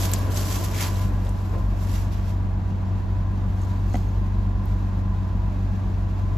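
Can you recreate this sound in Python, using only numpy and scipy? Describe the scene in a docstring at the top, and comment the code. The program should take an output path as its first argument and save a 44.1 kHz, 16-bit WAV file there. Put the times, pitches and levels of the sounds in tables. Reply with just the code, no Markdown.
"""Inside a six-cylinder car at idle, driver's door open, the microphone moving in from the doorway.
The exhaust booms through the cabin over a rumble, a fan hums and the belt drive sings faintly;
the engine's clatter dulls as the microphone comes inside. Close by, someone slides in behind the
wheel: clothes rub and scrape over the seat, small hard things tick and jingle, and the plastic
trim takes one double knock."""
import sys
import numpy as np
from scipy import signal
from scipy.fft import rfft, irfft, next_fast_len
from scipy.io import wavfile

SR = 44100
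rng = np.random.default_rng(int(sys.argv[2]) if len(sys.argv) > 2 else 0)


def wrap_up_sound(samples):
    """Save the sound to the file named by the first command line argument, as 16-bit audio."""
    columns = np.atleast_2d(samples).T
    # keep every value between -1 and 1, then stretch to whole-number steps
    tamed = np.clip(columns, -1, 1)
    steps = np.round(tamed * 32767).astype(np.int16)
    wavfile.write(sys.argv[1], SR, steps)


N = 280917
TIME = np.arange(N) / SR


def from_db(db):
    """Decibels to gain."""
    return 10 ** (np.asarray(db) / 20)


def unit_rms(x):
    """Scale to unit power."""
    return x / np.sqrt(np.mean(x ** 2) + 1e-20)


def in_time(rows):
    """Each column of a curve at every sample."""
    times, *columns = np.transpose(rows)
    return [np.interp(TIME, times, column) for column in columns]


def at_hz(points, hz):
    """Read a table on a log-frequency axis."""
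    freqs, values = np.transpose(points)
    return np.interp(np.log(hz + 1e-6), np.log(freqs), values)


def drift(rate_hz):
    """Smooth random wandering with a spread of 1."""
    pole = np.exp(-80 * np.pi * rate_hz / SR)
    noise = rng.standard_normal(N // 40 + 2002)   # one value per 40 samples, plus time to settle
    slow = signal.lfilter([1], [1, -2 * pole, pole * pole], noise)[2000:]
    return np.interp(np.arange(N) / 40, np.arange(len(slow)), unit_rms(slow))


def swell(s, rise_s, fall_s, shape=1.11):
    """A movement gathers speed up to its peak at s, then slows down."""
    from_peak = np.abs(TIME - s) / np.where(TIME < s, rise_s, fall_s)
    return np.exp(-np.minimum(from_peak, 8) ** shape)


def pan(left_db):
    """Channel gains that put the left side left_db above the right."""
    return from_db(np.array([[.5], [-.5]]) * left_db)


def stereo(mid, side, spread):
    """Left and right share the mid signal and take the side with opposite signs."""
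    return mid + spread * side * [[1], [-1]]


def filtered(x, kind, hz, order=2):
    """Butterworth filter."""
    return signal.sosfilt(signal.butter(order, hz, kind, fs=SR, output="sos"), x)


def ring(x, hz, t60):
    """A unit click sets a sine of height 1 ringing."""
    radius, step = from_db(-60 / (t60 * SR)), 2 * np.pi * hz / SR
    return signal.lfilter([0, np.sin(step)], [1, -2 * radius * np.cos(step), radius ** 2], x + 1e-18)


def patter(per_s, modes, size_db=1.5):
    """Random small contacts of uneven size set a few resonances ringing; rms 1."""
    contacts = rng.random(N) < per_s / SR
    clicks = contacts * from_db(size_db * np.minimum(rng.exponential(1, N), 3))
    out = np.zeros((2, N))
    for hz, db, t60 in modes:
        mid, side = rng.standard_normal((2, N)) * clicks
        out += from_db(db) * unit_rms(ring(stereo(mid, side, spread=.29), hz, t60))
    return unit_rms(out)


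# Left-right likeness of the cabin at large and of close sounds: (frequency [Hz], correlation [0-1])
CABIN_FIELD = [(45, 1), (70, 0.61), (190, 0.73), (380, 0.63), (700, 0.28), (1300, 0.049), (4400, 0.53),
               (7000, 0.4), (8500, 1), (15000, 0.99)]
CLOSE_FIELD = [(300, 0.67), (2400, 0.52), (6500, 0.39), (8500, 1), (15000, 1)]

def coloured(spectrum, likeness, grain=1, balance=((100, 0), (1000, 0))):
    """Stereo noise of a given colour, left-right likeness and balance, roughened by grain; rms 1."""
    size = next_fast_len(N)
    hz = np.arange(size // 2 + 1) * SR / size
    mid, side = rfft(rng.standard_normal((2, N)) * grain, size)
    alike = np.clip(at_hz(likeness, hz), -.999, .999)
    pair = stereo(np.sqrt(1 + alike) * mid, side, spread=np.sqrt(1 - alike))
    shaped = pair * from_db(at_hz(spectrum, hz)) * pan(at_hz(balance, hz))
    return unit_rms(irfft(shaped, size)[:, :N])


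def cabin(x, share=.3, t60=.12, low_hz=1300):
    """Glass and dashboard, close around the microphone, return a short cluster of bright reflections."""
    age = TIME[:SR // 8]
    echoes = rng.standard_normal(len(age)) * from_db(-60 * age / t60)
    echoes = filtered(echoes, "high", low_hz)
    return x + share * signal.fftconvolve(x, echoes[None] / np.linalg.norm(echoes))[:, :N]


# Engine noise coming round the open door as the microphone moves in: (time [s], level [dB])
DOOR_SPILL = [(0, -36.5), (.9, -39), (1.4, -47), (2.0, -45), (2.4, -49)]

def door_spill_db():
    """The engine bay is heard less as the microphone leaves the doorway."""
    return in_time(DOOR_SPILL)[0]


def fan(speed, blade_hz=155.8, level_db=-46):
    """Out in the engine bay, the belt-driven fan hums at its blade rate."""
    angle = 2 * np.pi * blade_hz * np.cumsum(speed) / SR
    return np.sqrt(2) * from_db(level_db + 1.8 * drift(3.3)) * np.sin(angle) * pan(left_db=5.5)


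def belt_travel(speed, slip=.0055, slip_hz=4):
    """How far the slipping belt has run, in seconds at its mean speed."""
    return np.cumsum(speed * (1 + slip * drift(slip_hz))) / SR


# Faint pulley tones: (pitch [Hz], width [Hz], relative level [dB], share of door spill followed [0-1])
PULLEY_TONES = [(424.4, 6.6, -14.5, 0.89), (596.6, 19, -14.5, 0.93), (647, 25, -13.5, 0.93),
                (1074, 24, -17, 0.96), (1148, 28, -13, 0.71), (1386, 22, -17.5, 0.071),
                (1634, 14, -19, 0.67), (2655, 23, -32.5, 0.79)]

def belt(speed, inside_db=-49.5, wander_db=-.8):
    """Unsteady pulley tones follow the crank speed and carry best at the doorway."""
    out, travel = np.zeros((2, N)), belt_travel(speed)
    spill_db = door_spill_db()
    lift_db = spill_db - spill_db[-1]
    for hz, width_hz, db, follows in PULLEY_TONES:
        carrier = np.exp(2j * np.pi * hz * travel)
        wavers = [drift(width_hz / 2) + 1j * drift(width_hz / 2) for _ in range(2)]
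        mid, side = np.real(wavers * carrier)
        out += from_db(db + follows * lift_db) * stereo(mid, side, spread=.62)
    return from_db(inside_db + wander_db * drift(.27)) * out


# The belt drive's two main whines: (lower pitch [Hz], upper pitch [Hz])
WHINE_PITCHES = [988, 1025]
# Their strength at the microphone: (time [s], lower's level [dB], upper's level [dB])
WHINE_LEVELS = [(0, -50, -47), (.2, -46, -46.5), (.36, -56, -53), (.55, -51, -44), (.85, -45, -46),
                (1.12, -59, -51), (1.28, -50, -60), (1.4, -60, -56), (1.58, -53, -46), (2.0, -55, -61),
                (2.6, -53, -64), (3.05, -50.5, -54), (3.4, -54.5, -53.5), (3.85, -51, -58),
                (4.02, -58, -61), (4.22, -53, -54), (5.0, -54.5, -50.5), (5.35, -50, -54.5),
                (5.8, -58.5, -59), (6.05, -54, -54.5), (6.37, -58, -53)]

def whine(speed, unsteady=.85, waver_hz=14):
    """Two pulleys sing near one kilohertz, each a wavering tone that swells and fades in its own time."""
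    out = np.zeros((2, N))
    for hz, db in zip(WHINE_PITCHES, in_time(WHINE_LEVELS)):
        carrier = np.exp(2j * np.pi * hz * belt_travel(speed))
        mid, side = [drift(waver_hz) + 1j * drift(waver_hz) for _ in range(2)]
        waver = stereo(1 + unsteady * mid, side, spread=.4)
        out += from_db(db) * unit_rms(np.real(waver * carrier))
    return out


# Clatter from the seat, its faint hissing top, and the door spill: (frequency [Hz], density [dB/Hz])
CLATTER_SPECTRUM = [(200, -20), (420, -0.5), (550, -1.5), (650, 2), (900, 1.5), (1150, -2.5), (1300, -7),
                    (1800, -10.5), (2500, -15.5), (3500, -20), (5000, -24.5)]
CLATTER_HISS = [(7300, -27.5), (8000, -31), (9000, -33), (13700, -35), (15000, -44)]
DOOR_SPECTRUM = [(60, -40.5), (130, -9.5), (260, 9.5), (450, 2.5), (700, 1.5), (1100, -3.5), (1600, -7),
                 (3000, -16), (8000, -32.5), (15000, -40)]
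# The clatter's treble inside the car: (time [s], gain [dB])
TREBLE_GAIN = [(0, 1), (2.2, -1), (2.4, -1.5), (2.75, -0.5), (3.4, -0.5), (3.7, 0.5), (6.37, 0.5)]

def clatter(cycle, inside_db=-44, tap=.065, treble_hz=2200, flicker_db=1.23):
    """Valve gear pulses at the firing rate, heard inside and round the door; the treble flickers."""
    pulse = 1 + tap * np.cos(2 * np.pi * 6 * cycle)
    inside = coloured(CLATTER_SPECTRUM + CLATTER_HISS, CABIN_FIELD, pulse)
    inside *= from_db(inside_db) * pan(left_db=-.5)
    treble = filtered(inside, "high", treble_hz, order=1)
    treble_gain = from_db(in_time(TREBLE_GAIN)[0] + flicker_db * drift(14))
    doorway = from_db(door_spill_db()) * coloured(DOOR_SPECTRUM, CLOSE_FIELD, pulse)
    return cabin(inside + treble * (treble_gain - 1) + doorway)


# Engine rumble from the driver's seat: (frequency [Hz], density [dB/Hz])
RUMBLE_SPECTRUM = [(12, -30), (23, -11), (33, -15), (42, -9.5), (55, 1), (68, 3.5), (81, -6.5), (102, -1.5),
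                   (135, -12.5), (190, -8.5), (240, -13.5), (350, -16), (450, -32), (900, -68.5),
                   (2000, -130)]
# Its upper part leans to the left: (frequency [Hz], left minus right [dB])
RUMBLE_LEAN = [(50, -1.5), (110, 7.5), (180, 2.5)]

def rumble(cycle, level_db=-32.5, depth=.14):
    """The engine's rumble fills the cabin and throbs with each bank of three cylinders."""
    bank, firing = np.cos(2 * np.pi * 3 * cycle), np.cos(2 * np.pi * 6 * cycle)
    throb = 1 + depth * (bank + .5 * firing)
    return from_db(level_db) * coloured(RUMBLE_SPECTRUM, CABIN_FIELD, throb, RUMBLE_LEAN)


# Stumbles of the engine: (time [s], loss of the firing tone [dB])
WEAK_FIRINGS = [(0.87, 4), (1.43, 6), (2.71, 4), (2.84, 5), (3.63, 7), (5.23, 9)]

def stumble_db(half_s=.057):
    """Level lost to weak firings at every sample."""
    return sum(loss_db * np.exp(-((TIME - s) / half_s) ** 2) for s, loss_db in WEAK_FIRINGS)


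# The idle between stumbles: (time [s], crank speed [rpm])
IDLE_RPM = [(0, 947), (.75, 946), (1.1, 953), (1.5, 946), (2.6, 944), (3.2, 953), (3.8, 950), (4.3, 955),
            (5.3, 950), (6.37, 950)]

def crank_rpm(sag_rpm_per_db=1.0):
    """The idle hunts slowly and sags at each weak firing."""
    return in_time(IDLE_RPM)[0] - sag_rpm_per_db * stumble_db()


# Slow swell of the firing tone: (time [s], gain [dB])
BOOM_GAIN = [(0, -2.5), (.7, -2.5), (1.1, 0), (1.7, 1.5), (2.3, -1), (2.8, -3), (3.3, 0), (3.75, 0),
             (4.05, 2.5), (4.9, 0.8), (5.4, 0), (6.37, -2.5)]

def boom_db(flutter_db=1.9, flutter_hz=11):
    """The firing tone rises and sinks slowly, drops in a stumble and flutters by chance."""
    return in_time(BOOM_GAIN)[0] - stumble_db() + flutter_db * drift(flutter_hz)


# Engine tones, order 6 being the firing rate: (order [per four-stroke cycle], base level [dB rms])
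ENGINE_ORDERS = [(6, -27.5), (7, -43), (8, -50.5), (9, -41.5), (11, -50), (12, -25.5), (13, -48), (15, -56),
                 (18, -55.5), (21, -49), (23, -55.5), (24, -38.5), (25, -47.5), (27, -48.5), (30, -53.5),
                 (36, -51.5), (42, -56.5)]
# Orders 12 and 24 change with the microphone's place in the cabin: (time [s], gain [dB])
HUM_GAIN = [(0, 2), (.8, -0.5), (1.06, 1), (1.25, -1.3), (1.8, -0.4), (3.3, 0.45), (6.37, -0.1)]
DRONE_GAIN = [(0, -3), (.9, -2.5), (1.08, 2.5), (1.3, -1.5), (1.65, -2.5), (2.3, 1.5), (3.6, -0.5),
              (5.0, 2.5), (5.75, 0.5), (6.37, -0.5)]

def exhaust(cycle, firm_waver=.018, loose_waver=.33):
    """Tones locked to the crank: firm ones join into pulses, the rest waver with uneven combustion."""
    out = np.zeros((2, N))
    swell_db = {6: boom_db(), 12: in_time(HUM_GAIN)[0], 24: in_time(DRONE_GAIN)[0]}
    for order, db in ENGINE_ORDERS:
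        firm = order in (6, 9, 12, 15, 24, 30)
        waver = firm_waver if firm else loose_waver
        level = from_db(db + swell_db.get(order, 0))
        angle = 2 * np.pi * (order * cycle + (0 if firm else rng.random()))
        tone = (1 + waver * drift(11)) * np.sin(angle) + waver * drift(12) * np.cos(angle)
        out += np.sqrt(2) * level * tone * pan(left_db=1.2 * (order > 12))
    return out


# Faint jingles once the driver is seated: (time [s], level [dB], rise [s], fall [s])
JOSTLES = [(3.64, -60.5, 0.061, 0.079), (3.95, -52, 0.036, 0.031), (4.08, -63, 0.041, .06)]
# Resonances of the metal: (frequency [Hz], relative level [dB], t60 [s])
METAL_MODES = [(4290, -3, .014), (6480, -0.5, 0.015), (6900, -9, .01)]

def jingle():
    """Small metal parts, likely keys, tremble against each other when the car is jostled."""
    shaking = sum(from_db(db) * swell(s, rise_s, fall_s) for s, db, rise_s, fall_s in JOSTLES)
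    return shaking * patter(per_s=220, modes=METAL_MODES)


# Dull bumps against the seat, and a brief low swell of engine drone at 1.08 s:
# (time [s], level [dB], half length [s], pitch [Hz])
SOFT_SWELLS = [(0.546, -47, 0.045, 1800), (0.84, -39, 0.035, 1000), (1.08, -36, 0.048, 169),
               (1.269, -39.5, 0.022, 420), (1.54, -37, 0.017, 623), (1.57, -35.5, 0.033, 330)]

def bumps_and_drone():
    """Each padded bump, and the brief engine drone, is a soft swell of noise an octave or two wide."""
    out = np.zeros((2, N))
    for s, db, half_s, hz in SOFT_SWELLS:
        band = [(hz / 8, -50), (hz / 1.5, 0), (hz * 1.5, -3), (hz * 5, -26), (hz * 30, -80)]
        out += from_db(db) * np.exp(-((TIME - s) / half_s) ** 2) * coloured(band, CLOSE_FIELD)
    return out


# Hard drags of cloth at the seat's edge: (time [s], level [dB], rise [s], fall [s])
EDGE_DRAGS = [(.75, -41, 0.03, .025), (.785, -40, .008, .012), (.818, -35.5, 0.019, 0.047),
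              (1.95, -64, .05, .04)]
# The resonances they excite: (frequency [Hz], relative level [dB], t60 [s])
DRAG_MODES = [(1730, -5, 0.027), (2320, 1, 0.0063), (3260, -3, 0.0035), (5000, -3, .003),
              (6700, -1, 0.0039)]

def scrapes():
    """Coarse weave drags over the seat's edge in a run of tiny slips."""
    pressure = sum(from_db(db) * swell(s, rise, fall, shape=1.1) for s, db, rise, fall in EDGE_DRAGS)
    return pressure * patter(per_s=1500, modes=DRAG_MODES)


# A double knock within arm's reach: (time [s], ring level [dB], crack level [dB])
TRIM_BLOWS = [(3.9426, -21, -38), (3.9537, -25.5, -33)]
# Resonances of the plastic trim: (frequency [Hz], relative level [dB], t60 [s])
TRIM_MODES = [(226.4, -1.5, 0.35), (307, -2.5, 0.033), (533, -2.5, 0.022), (736, -.5, 0.043),
              (860, -8, 0.017), (1290, -15, 0.03), (1992, -13.5, 0.027), (2207, -22.5, 0.035),
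              (2730, -28, 0.025), (4200, -31, 0.022)]

def knocks(crack_s=.0033, crack_band_hz=(500, 2500)):
    """Each blow sets the trim's modes ringing and makes a loose panel crack."""
    force, crack = np.zeros(N), np.zeros(N)
    for s, ring_db, crack_db in TRIM_BLOWS:
        start = round(s * SR)
        force[start] += from_db(ring_db)
        crack[start:] += from_db(crack_db) * np.exp(-np.minimum(TIME[:N - start] / crack_s, 50))
    body = sum((-1) ** k * from_db(db) * ring(force, hz, t60)
               for k, (hz, db, t60) in enumerate(TRIM_MODES))
    rattle = filtered(rng.standard_normal((2, N)), "band", crack_band_hz)
    return body + crack * unit_rms(rattle)


# Small hard things touching near the microphone: (time [s], relative level [dB], pitch [Hz])
HARD_TICKS = [(0.0535, -28, 6540), (0.1152, -18.5, 11900), (.1156, -25.5, 3800), (0.1349, -17.5, 13200),
              (0.1354, -13.5, 7400), (.1382, -23, 7040), (.1617, -31, 4400), (.1865, -32, 11500),
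              (0.344, -25.5, 7500), (.3712, -22.5, 4200), (0.3732, -22.5, 6200), (.8055, -20, 2100),
              (.8235, -27, 4900), (0.841, -27, 3700), (0.958, -37, 3700), (1.268, -37, 3200),
              (1.292, -33, 8050), (3.6166, -39, 6900), (3.898, -47, 6800), (3.9375, -35, 6500),
              (3.957, -39, 7000), (3.968, -40, 13600), (4.6557, -42, 12200)]

def ticks(gain_db=-6, ring_t60=.0021, scatter_t60=.023, crack_share=.5, band_ratio=1.05):
    """Each tick is a crack around one broad resonance, scattered briefly by the surfaces near it."""
    out, age = np.zeros((2, N)), TIME[:SR // 8]
    decay = from_db(-60 * age / scatter_t60)
    for s, db, hz in HARD_TICKS:
        mid, side = rng.standard_normal((2, len(age)))
        scatter = stereo(mid, side, spread=.41)
        ringing = unit_rms(ring(scatter, hz, ring_t60))
        crack = unit_rms(filtered(scatter, "band", [hz / band_ratio, hz * band_ratio]))
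        burst = ringing * decay + crack_share * crack * decay ** 2   # the crack dies twice as fast
        start = round(s * SR)
        out[:, start:start + len(age)] += from_db(db + gain_db) * burst
    return out


# Clothes sliding over the seat, right by the microphone:
# (peak time [s], hiss level [dB], rise [s], fall [s], scuff gain from pressing [dB])
CLOTH_STROKES = [(0.04, -33, 0.16, 0.041, -6), (0.151, -40.5, 0.095, 0.08, -3),
                 (0.371, -33, 0.035, 0.064, -9.5), (0.548, -33.5, 0.12, 0.054, -7),
                 (0.65, -38.5, 0.045, 0.067, -7), (0.825, -33, 0.08, 0.058, -5.5),
                 (1.0, -46, 0.085, 0.088, -2.5), (1.26, -55, 0.099, 0.1, -2), (1.44, -57.5, 0.12, 0.31, 0),
                 (1.83, -52.5, 0.058, 0.077, -1), (1.96, -45.5, 0.095, 0.068, -2),
                 (2.13, -55, 0.024, 0.097, 4.5), (2.29, -55.5, 0.072, 0.056, 2.5),
                 (3.63, -60.5, 0.14, 0.12, -6), (3.96, -55.5, 0.098, 0.11, 1), (4.7, -62, 0.064, 0.082, 2)]
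# Colours of the hiss and the scuff: (frequency [Hz], density [dB/Hz])
HISS_SPECTRUM = [(600, -55.5), (1500, -22), (3000, -5), (5000, -2.5), (7400, -0.5), (9000, -4),
                 (12500, -4.5), (14200, -4), (15500, -20.5)]
SCUFF_SPECTRUM = [(100, -33.5), (400, -6), (900, -1), (2000, -1.5), (3200, -3.5), (5500, -6), (12000, -38)]

def cloth(scuff_db=1.0, grain_db=2.0, clump_db=1.5):
    """Fibres catch and slip in clumps: a bright hiss, and a lower scuff as the body presses the seat."""
    hiss_level, scuff_level = np.zeros(N), np.zeros(N)
    for s, db, rise_s, fall_s, press_db in CLOTH_STROKES:
        sliding = from_db(db) * swell(s, rise_s, fall_s)
        hiss_level = np.hypot(hiss_level, sliding)   # overlapping strokes add in power
        scuff_level = np.hypot(scuff_level, sliding * from_db(press_db + scuff_db))
    grain = from_db(grain_db * drift(700) + clump_db * drift(34))
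    hiss = hiss_level * coloured(HISS_SPECTRUM, CLOSE_FIELD, grain)
    scuff = scuff_level * coloured(SCUFF_SPECTRUM, CLOSE_FIELD, grain) * pan(left_db=-4)
    return cabin(hiss + scuff)


def scene():
    """One crank drives every engine tone; the driver's noises lie close in front."""
    rpm = crank_rpm()
    cycle = np.cumsum(rpm / 120) / SR   # two turns per four-stroke cycle
    speed = rpm / rpm.mean()
    engine = exhaust(cycle) + rumble(cycle) + clatter(cycle) + belt(speed) + whine(speed) + fan(speed)
    return engine + cloth() + scrapes() + jingle() + ticks() + knocks() + bumps_and_drone()


# The right microphone port behind the left: (frequency [Hz], phase lag [rad])
PORT_LAG = [(6800, 0), (7400, .7), (7950, 1.6), (8400, 3.0), (9800, 3.3), (10500, 5.2), (13000, 6.5),
            (14600, 9.2)]
TOP_HZ = 15750

def record(dry):
    """The two microphone ports fall out of step in the treble; the top is cut steeply."""
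    left, right = dry
    mirrored = np.concatenate([right, right[::-1]])   # keeps both ends smooth
    lag = at_hz(PORT_LAG, np.arange(N + 1) * SR / (2 * N))
    late_right = irfft(rfft(mirrored) * np.exp(-1j * lag))[:N]
    top_cut = signal.ellip(12, .1, 80, TOP_HZ, fs=SR, output="sos")
    return signal.sosfilt(top_cut, [left, late_right])


dry = scene()
out = record(dry)
wrap_up_sound(out)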